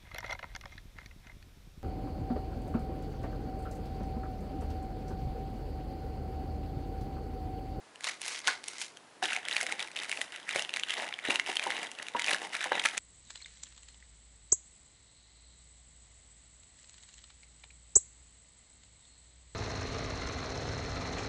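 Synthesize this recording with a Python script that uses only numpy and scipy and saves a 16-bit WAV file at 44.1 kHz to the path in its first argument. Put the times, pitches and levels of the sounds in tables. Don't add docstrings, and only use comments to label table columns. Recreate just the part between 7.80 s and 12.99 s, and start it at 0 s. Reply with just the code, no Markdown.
import sys
import numpy as np
from scipy import signal
from scipy.fft import rfft, irfft, next_fast_len
from scipy.io import wavfile
from scipy.ndimage import uniform_filter1d, map_coordinates

SR = 44100
rng = np.random.default_rng(int(sys.argv[2]) if len(sys.argv) > 2 else 0)


def to_wav(s):
    ch = np.atleast_2d(s).T
    pcm = np.round(np.clip(ch, -1, 1) * 32767)
    wavfile.write(sys.argv[1], SR, pcm.astype(np.int16))


N = 228832


def amp(db):
    return 10 ** (np.asarray(db) / 20)


def unit(x):
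    return x / np.sqrt(np.mean(x ** 2) + 1e-20)


def along(points, hz):
    f, v = np.transpose(points)
    return np.interp(np.log(hz + 1), np.log(f), v)


def wobble(knots_per_s):
    knots = rng.standard_normal(int(N * knots_per_s / SR) + 4)
    return map_coordinates(knots, [np.arange(N) * knots_per_s / SR])


def coloured(x, spectrum, size=2048):
    gain = amp(along(spectrum, np.fft.rfftfreq(size, 1 / SR)))
    cepstrum = irfft(np.log(gain))
    cepstrum[1:size // 2] *= 2
    cepstrum[size // 2 + 1:] = 0
    response = unit(irfft(np.exp(rfft(cepstrum)))) / np.sqrt(size)
    return signal.fftconvolve(x, response)[:len(x)]


def add(track, start_s, sound):
    part = track[max(round(start_s * SR), 0):][:len(sound)]
    part += sound[:len(part)]


def ring(t, hz, t60_s):
    return np.sin(2 * np.pi * hz * t) * amp(-60 * t / t60_s) * (1 - np.exp(-2 * hz * t))


def levelled(x, span_s):
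    power = np.abs(uniform_filter1d(x ** 2, int(span_s * SR)))
    return x / np.sqrt(power + 1e-3 * np.mean(x ** 2))


def strokes(rows, rise_db_per_s, fall_db_per_s):
    t = np.arange(N) / SR
    power = 0
    for start_s, held_s, *levels_db in rows:
        before_s = np.maximum(start_s - t, 0)
        after_s = np.maximum(t - start_s - held_s, 0)
        shape_db = -rise_db_per_s * before_s - fall_db_per_s * after_s
        live = shape_db > -60
        shape = np.zeros(N)
        shape[live] = amp(shape_db[live])
        power = power + np.outer(amp(levels_db), shape) ** 2
    return np.sqrt(power)


def crinkles(per_s, hz, spread, cycles, size_db, count=260):
    when, pitch, size_draw = rng.random((int(per_s * N / SR), 3)).T
    t = np.arange(count) / SR
    f = hz * np.exp(spread * (2 * pitch - 1))[:, None]
    sizes = amp(size_db * np.minimum(-np.log(1 - size_draw), 4))[:, None]
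    grains = sizes * ring(t, f, cycles / f)
    at = (when * N).astype(int)[:, None] + np.arange(count)
    return unit(np.bincount(at.ravel(), grains.ravel(), N + count)[:N])


def rustle(colour, slips, per_s, hz, cycles, size_db, smooth):
    grains = crinkles(per_s, hz, spread=0.61, cycles=cycles, size_db=size_db)
    grains = grains + smooth * rng.standard_normal(N)
    return levelled(coloured(grains * slips, colour), span_s=0.0305)


# (frequency [Hz], relative density [dB])
NOISE_COLOUR = [(25, -26), (70, -11.5), (130, -5.5), (300, 2.5), (450, 1.5), (800, 2), (1200, -0.5),
                (1600, -1), (2300, -5.5), (5000, -10), (11000, -16)]


def background(noise_db, hum_db=-83, hum_hz=100):
    noise = unit(coloured(rng.standard_normal(N), NOISE_COLOUR))
    hum = unit(np.sin(2 * np.pi * hum_hz * np.arange(N) / SR))
    return amp(noise_db) * noise + amp(hum_db) * hum


# (frequency [Hz], t60 [s])
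ROOM_DECAY = [(200, 0.65), (2000, 0.29), (10000, 0.26)]


def room(x):
    hz, t, z = signal.stft(rng.standard_normal(SR // 2), SR, nperseg=256)
    decay = amp(-60 * t / along(ROOM_DECAY, hz)[:, None])
    tail = signal.istft(z * decay, SR, nperseg=256)[1]
    tail = np.pad(tail, (SR // 300, 0))
    return signal.fftconvolve(x, tail / np.linalg.norm(tail))[:N]


# (start of hold [s], hold [s], rustle level [dB], hiss level [dB])
LID_BRUSHES = [(0.262, 0.023, -38, -39), (0.44, 0.13, -45, -42), (0.677, .022, -34, -39),
               (0.865, 0.16, -52, -51), (1.008, 0.0087, -47.5, -38.5)]
# (frequency [Hz], relative density [dB])
LID_RUSTLE_COLOUR = [(40, -43), (120, -29), (330, -7), (620, -5.5), (900, -4), (1300, -2.5), (1580, 0.5),
                     (1800, -1.5), (2100, 8.5), (2700, -6.5), (4000, 0), (11000, -33)]
LID_HISS_COLOUR = [(40, -51), (1000, -27), (2500, 2.5), (3500, -2.5), (4500, -1), (6300, 0), (8500, -3.5),
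                   (11000, -6.5)]


def lid(clump_db=4.0):
    rustle_gain, hiss_gain = strokes(LID_BRUSHES, rise_db_per_s=472, fall_db_per_s=254)
    slips = amp(clump_db * wobble(300))
    rub = rustle(LID_RUSTLE_COLOUR, slips, per_s=1400, hz=1820, cycles=2.9, size_db=2.5, smooth=2.9)
    fizz = rustle(LID_HISS_COLOUR, slips, per_s=2300, hz=5950, cycles=3.1, size_db=4.5, smooth=0.95)
    return rustle_gain * rub + hiss_gain * fizz


# (time [s], relative panel level [dB], panel pitch [Hz], relative whole-box level [dB])
BOX_BUMPS = [(0.679, -15, 1574, -51), (1.425, -19, 752, -40.5), (1.573, -31.5, 720, -59),
             (1.828, -30.5, 685, -48.5), (1.921, -32, 860, -46), (2.387, -34, 650, -55),
             (2.759, -22, 543, -49), (3.487, -22.5, 430, -40.5), (3.689, -26, 740, -42.5),
             (3.866, -20.5, 895, -39), (4.349, -16.5, 970, -43.5), (4.857, -27, 984, -43.5),
             (4.918, -15.5, 825, -62), (4.953, -26, 770, -61), (5.053, -21, 1325, -66)]
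# (frequency [Hz], relative level [dB], t60 [s])
BOX_MODES = [(176, -12.5, 0.1), (233, 0, 0.043), (310, -2.5, 0.12), (376, 3, 0.048), (462, -9, 0.088),
             (511, 0.5, 0.2), (528, -11, 0.043), (790, 2.5, 0.11)]


def bumps(panel_t60_s=0.019, panel_gain_db=-23.5, box_gain_db=-10, chatter=0.98, chatter_t60_s=0.058):
    t = np.arange(SR // 5) / SR
    track = np.zeros(N)
    box = np.zeros(len(t))
    for k, (f, mode_db, t60_s) in enumerate(BOX_MODES):
        box += (-1) ** k * amp(mode_db) * ring(t, f, t60_s)
    for time_s, panel_db, hz, box_db in BOX_BUMPS:
        noise = rng.standard_normal(len(t)) * amp(-60 * t / chatter_t60_s)
        force = chatter * unit(noise) / np.sqrt(len(t))
        force[0] += 1
        panel = ring(t, hz, panel_t60_s) + 0.33 * ring(t, 0.72 * hz, panel_t60_s)
        for response, level_db in [(panel, panel_db + panel_gain_db), (box, box_db + box_gain_db)]:
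            sound = unit(signal.fftconvolve(force, response)[:len(t)])
            add(track, time_s, amp(level_db) * sound)
    return track


GRIP_S = 1.425
GRIP_FILM_DB, GRIP_HISS_DB, GRIP_SCRAPE_DB = -58, -63, -62.5
# (start of hold [s], hold [s], film level [dB], hiss level [dB], cardboard scrape level [dB])
FILM_TUGS = [(1.432, .015, -35.5, -39, -46), (1.49, 0.06, -37, -48, -54.5), (1.648, 0.024, -45, -69, -54.5),
             (1.712, 0.1, -39.5, -44, -52.5), (1.885, 0.028, -41, -49, -50),
             (1.995, 0.033, -43.5, -51, -50.5), (2.175, 0.061, -42, -48, -55),
             (2.29, 0.14, -48, -49.5, -56.5), (2.54, 0.016, -44, -54, -78), (2.69, 0.079, -39.5, -48, -59),
             (2.76, 0.039, -40, -44, -45), (2.94, 0.045, -44.5, -56, -57), (3.09, 0.038, -38, -46, -56),
             (3.175, 0.058, -39, -46, -42.5), (3.26, 0.027, -47.5, -62, -50.5),
             (3.452, 0.042, -37, -50.5, -49), (3.50, 0.037, -37.5, -42, -40.5),
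             (3.675, 0.039, -38.5, -43.5, -47), (3.82, 0.23, -42.5, -50.5, -47),
             (4.195, 0.021, -44.5, -59, -51.5), (4.36, 0.11, -42, -54, -60), (4.48, 0.055, -35, -40.5, -41),
             (4.615, 0.037, -44, -48.5, -44), (4.745, 0.0047, -35.5, -42, -50.5),
             (4.815, 0.035, -38, -47, -52), (4.925, 0.066, -37, -50, -44), (5.045, 0.0079, -35.5, -39, -63),
             (5.135, .06, -44.5, -50, -53.5)]


def effort():
    grip = amp([[GRIP_FILM_DB], [GRIP_HISS_DB], [GRIP_SCRAPE_DB]])
    tugs = strokes(FILM_TUGS, rise_db_per_s=583, fall_db_per_s=283)
    gripping = np.arange(N) / SR >= GRIP_S
    return np.hypot(tugs, grip) * gripping


# (frequency [Hz], relative density [dB])
FILM_COLOUR = [(40, -38), (300, -16), (800, -16), (1200, -7.5), (1600, -3.5), (2000, 3.5), (2400, -2.5),
               (2900, 2), (3300, -2.5), (3900, 1), (4600, -21), (7000, -19), (11000, -28.5)]
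HISS_COLOUR = [(40, -50), (800, 6), (2500, -11), (4800, 4), (6300, 2), (8500, 0.5), (11000, -0.5)]
CARDBOARD_COLOUR = [(30, -55), (70, -31), (120, -14.5), (200, 1), (350, 2.5), (520, 4), (660, 10),
                    (880, 12.5), (1150, 7), (1800, -19), (4000, -47)]


def handling(film_gain, hiss_gain, scrape_gain, clump_db=3.0):
    slips = amp(clump_db * wobble(260))
    folds = rustle(FILM_COLOUR, slips, per_s=1200, hz=2390, cycles=13.6, size_db=3.0, smooth=0.34)
    fizz = rustle(HISS_COLOUR, slips, per_s=1500, hz=6600, cycles=2.2, size_db=6.5, smooth=1.0)
    rub = rustle(CARDBOARD_COLOUR, slips, per_s=700, hz=677, cycles=2.0, size_db=2.5, smooth=2.14)
    return film_gain * folds + hiss_gain * fizz + scrape_gain * rub


LESSER_PER_S, LESSER_OVER_DB, LESSER_FOLLOWS, LESSER_SCATTER_DB = 22, 6, 0.86, 3.5
LESSER_HZ, LESSER_CRACK_DB = 2490, -8
PITCH_SPREAD = 0.16


def lesser_snaps(film_gain):
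    count = int((N / SR - GRIP_S) * LESSER_PER_S)
    chance = rng.random((count, 4))
    times_s = GRIP_S + (np.arange(count) + chance[:, 0]) / LESSER_PER_S
    size, pitch, bright = np.sqrt(3) * (2 * chance[:, 1:].T - 1)
    film_db = 20 * np.log10(np.interp(times_s * SR, np.arange(N), film_gain) + 1e-6)
    body_db = LESSER_OVER_DB + LESSER_FOLLOWS * film_db + LESSER_SCATTER_DB * size
    crack_db = body_db + LESSER_CRACK_DB + LESSER_SCATTER_DB * bright
    return list(zip(times_s, body_db, LESSER_HZ * np.exp(PITCH_SPREAD * pitch), crack_db))


def fore_ticks(rows, ahead_s=.004, under_db=-15):
    chance = rng.uniform(-1.1, 1, (len(rows), 2))
    ticks = []
    for (time_s, body_db, hz, crack_db), (early, pitch) in zip(rows, chance):
        tick_s = time_s - ahead_s * (1 + .5 * early)
        tick_hz = hz * np.exp(PITCH_SPREAD * pitch)
        ticks.append((tick_s, body_db + under_db, tick_hz, crack_db + under_db))
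    return ticks


# (time [s], relative body level [dB], pitch [Hz], relative crack level [dB])
LISTED_SNAPS = [(0.158, -37.5, 2900, -45.5), (0.208, -35, 1960, -38), (0.2428, -29, 3430, -23),
                (0.278, -24.5, 2900, -43), (0.2878, -23.5, 2170, -31), (0.4163, -37, 3600, -25.5),
                (0.4622, -41, 2290, -31.5), (0.48, -43, 2410, -24), (0.5913, -38, 2560, -32.5),
                (0.6733, -20, 3250, -20.5), (0.6791, -18.5, 1740, -18.5), (0.84, -35.5, 2070, -31),
                (0.883, -40, 3580, -25.5), (1.0208, -31, 3900, -27.5), (1.1714, -38, 3240, -41),
                (1.4269, -22, 1695, -32), (1.4416, -21.5, 2680, -38), (1.5316, -20.5, 2650, -25),
                (1.564, -21, 2240, -26.5), (1.6851, -22, 2180, -27.5), (1.712, -21.5, 2710, -31),
                (1.728, -21.5, 3830, -39), (1.7659, -13, 2400, -24.5), (1.8128, -25, 2140, -24),
                (1.83, -28, 2760, -25), (1.8662, -22, 2140, -28), (1.9233, -19.5, 2190, -26.5),
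                (1.9946, -24.5, 2300, -32), (2.0039, -26, 3420, -32.5), (2.0267, -26, 3880, -28.5),
                (2.0746, -37, 2350, -38.5), (2.1646, -23.5, 2950, -30), (2.172, -24.5, 2700, -44),
                (2.19, -26, 3700, -33), (2.2951, -25, 2100, -30), (2.3155, -20.5, 2660, -29),
                (2.327, -21.5, 2160, -32), (2.3732, -27.5, 2620, -40), (2.4149, -18.5, 1970, -21.5),
                (2.561, -32, 2740, -35), (2.692, -26.5, 2420, -42), (2.76, -20, 2150, -27),
                (2.8223, -28, 3020, -27.5), (2.849, -23, 2970, -40), (2.8934, -23, 2780, -36.5),
                (2.939, -20, 2800, -28), (2.9624, -22, 2260, -28), (2.9703, -24, 2040, -31),
                (2.9968, -26, 2600, -29), (3.0353, -18.5, 3010, -32), (3.1061, -18, 3020, -30.5),
                (3.1204, -31, 2100, -38), (3.1393, -22.5, 2130, -29.5), (3.3262, -24.5, 2210, -52),
                (3.34, -24, 3140, -41), (3.3894, -26, 2230, -42), (3.5061, -16.5, 2740, -24.5),
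                (3.5576, -15.5, 2780, -26), (3.5976, -12.5, 2130, -27.5), (3.7564, -24, 2860, -28.5),
                (3.769, -16, 3160, -28), (3.7956, -17.5, 2450, -30.5), (3.8387, -26, 2960, -28.5),
                (3.9046, -18.5, 2000, -30), (3.9207, -22.5, 2090, -48), (3.9673, -22.5, 2800, -38),
                (4.1157, -36, 2710, -33.5), (4.2266, -32, 2200, -31), (4.2673, -31, 2770, -42),
                (4.2847, -27.5, 2390, -34), (4.3953, -19.5, 2150, -25), (4.4202, -22.5, 3020, -26),
                (4.444, -20.5, 3020, -30), (4.4639, -27.5, 2400, -30), (4.4827, -17, 2470, -38),
                (4.5087, -28, 2410, -23), (4.5127, -15.5, 1960, -30), (4.533, -21, 2840, -24.5),
                (4.546, -18.5, 1680, -29), (4.7519, -21, 2310, -30), (4.8078, -23.5, 2380, -38),
                (4.8421, -19.5, 1800, -25.5), (4.9205, -16.5, 1650, -38), (4.9966, -15.5, 3230, -26.5),
                (5.0534, -18.5, 2030, -33), (5.0569, -15.5, 2530, -19), (5.0604, -13, 2150, -27),
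                (5.1784, -16, 2420, -19.5)]
# (frequency [Hz], relative density [dB])
CRACK_COLOUR = [(30, -40), (100, -22), (250, -28), (750, 1.5), (1200, -6.5), (2000, 5.5), (4000, 6),
                (4700, 1.5), (6500, 3), (9000, 0.5), (11000, -3.5)]


def snaps(rows, ring_t60_s=0.0073, overtone_db=-10, crack_t60_s=0.0046, shiver_db=-11, shiver_t60_s=0.026,
          body_gain_db=1, crack_gain_db=-14):
    t = np.arange(SR // 40) / SR
    body, cracks = np.zeros(N), np.zeros(N)
    for time_s, body_db, hz, crack_db in rows:
        life, low, high = np.exp(rng.normal(0, [.2, .1, .1]))
        swing = ring(t, hz, ring_t60_s * life)
        overtones = ring(t, 1950 * low, ring_t60_s) + ring(t, 3600 * high, ring_t60_s)
        swing += amp(overtone_db) * overtones
        add(body, time_s - .0002, amp(body_db + body_gain_db) * swing / np.abs(swing).max())
        fade = amp(-60 * t / crack_t60_s) + amp(shiver_db - 60 * t / (shiver_t60_s * life))
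        crack = unit(fade * rng.standard_normal(len(t)))
        add(cracks, time_s, amp(crack_db + crack_gain_db) * crack)
    return body + coloured(cracks, CRACK_COLOUR)


def scene():
    film_gain, hiss_gain, scrape_gain = effort()
    all_snaps = LISTED_SNAPS + fore_ticks(LISTED_SNAPS) + lesser_snaps(film_gain)
    near = handling(film_gain, hiss_gain, scrape_gain) + lid() + bumps() + snaps(all_snaps)
    return (near + amp(-13.0) * room(near) + background(noise_db=-57.5))[None]


def record(dry, low_cut_hz=70, top_hz=11050):
    lean = signal.sosfilt(signal.butter(1, low_cut_hz, "high", fs=SR, output="sos"), dry)
    size = next_fast_len(N + SR // 4)
    hz = np.fft.rfftfreq(size, 1 / SR)
    band_gain = 1 / np.sqrt(1 + (hz / top_hz) ** 150)
    return irfft(rfft(lean, size) * band_gain, size)[..., :N]


dry = scene()
out = record(dry)
to_wav(out)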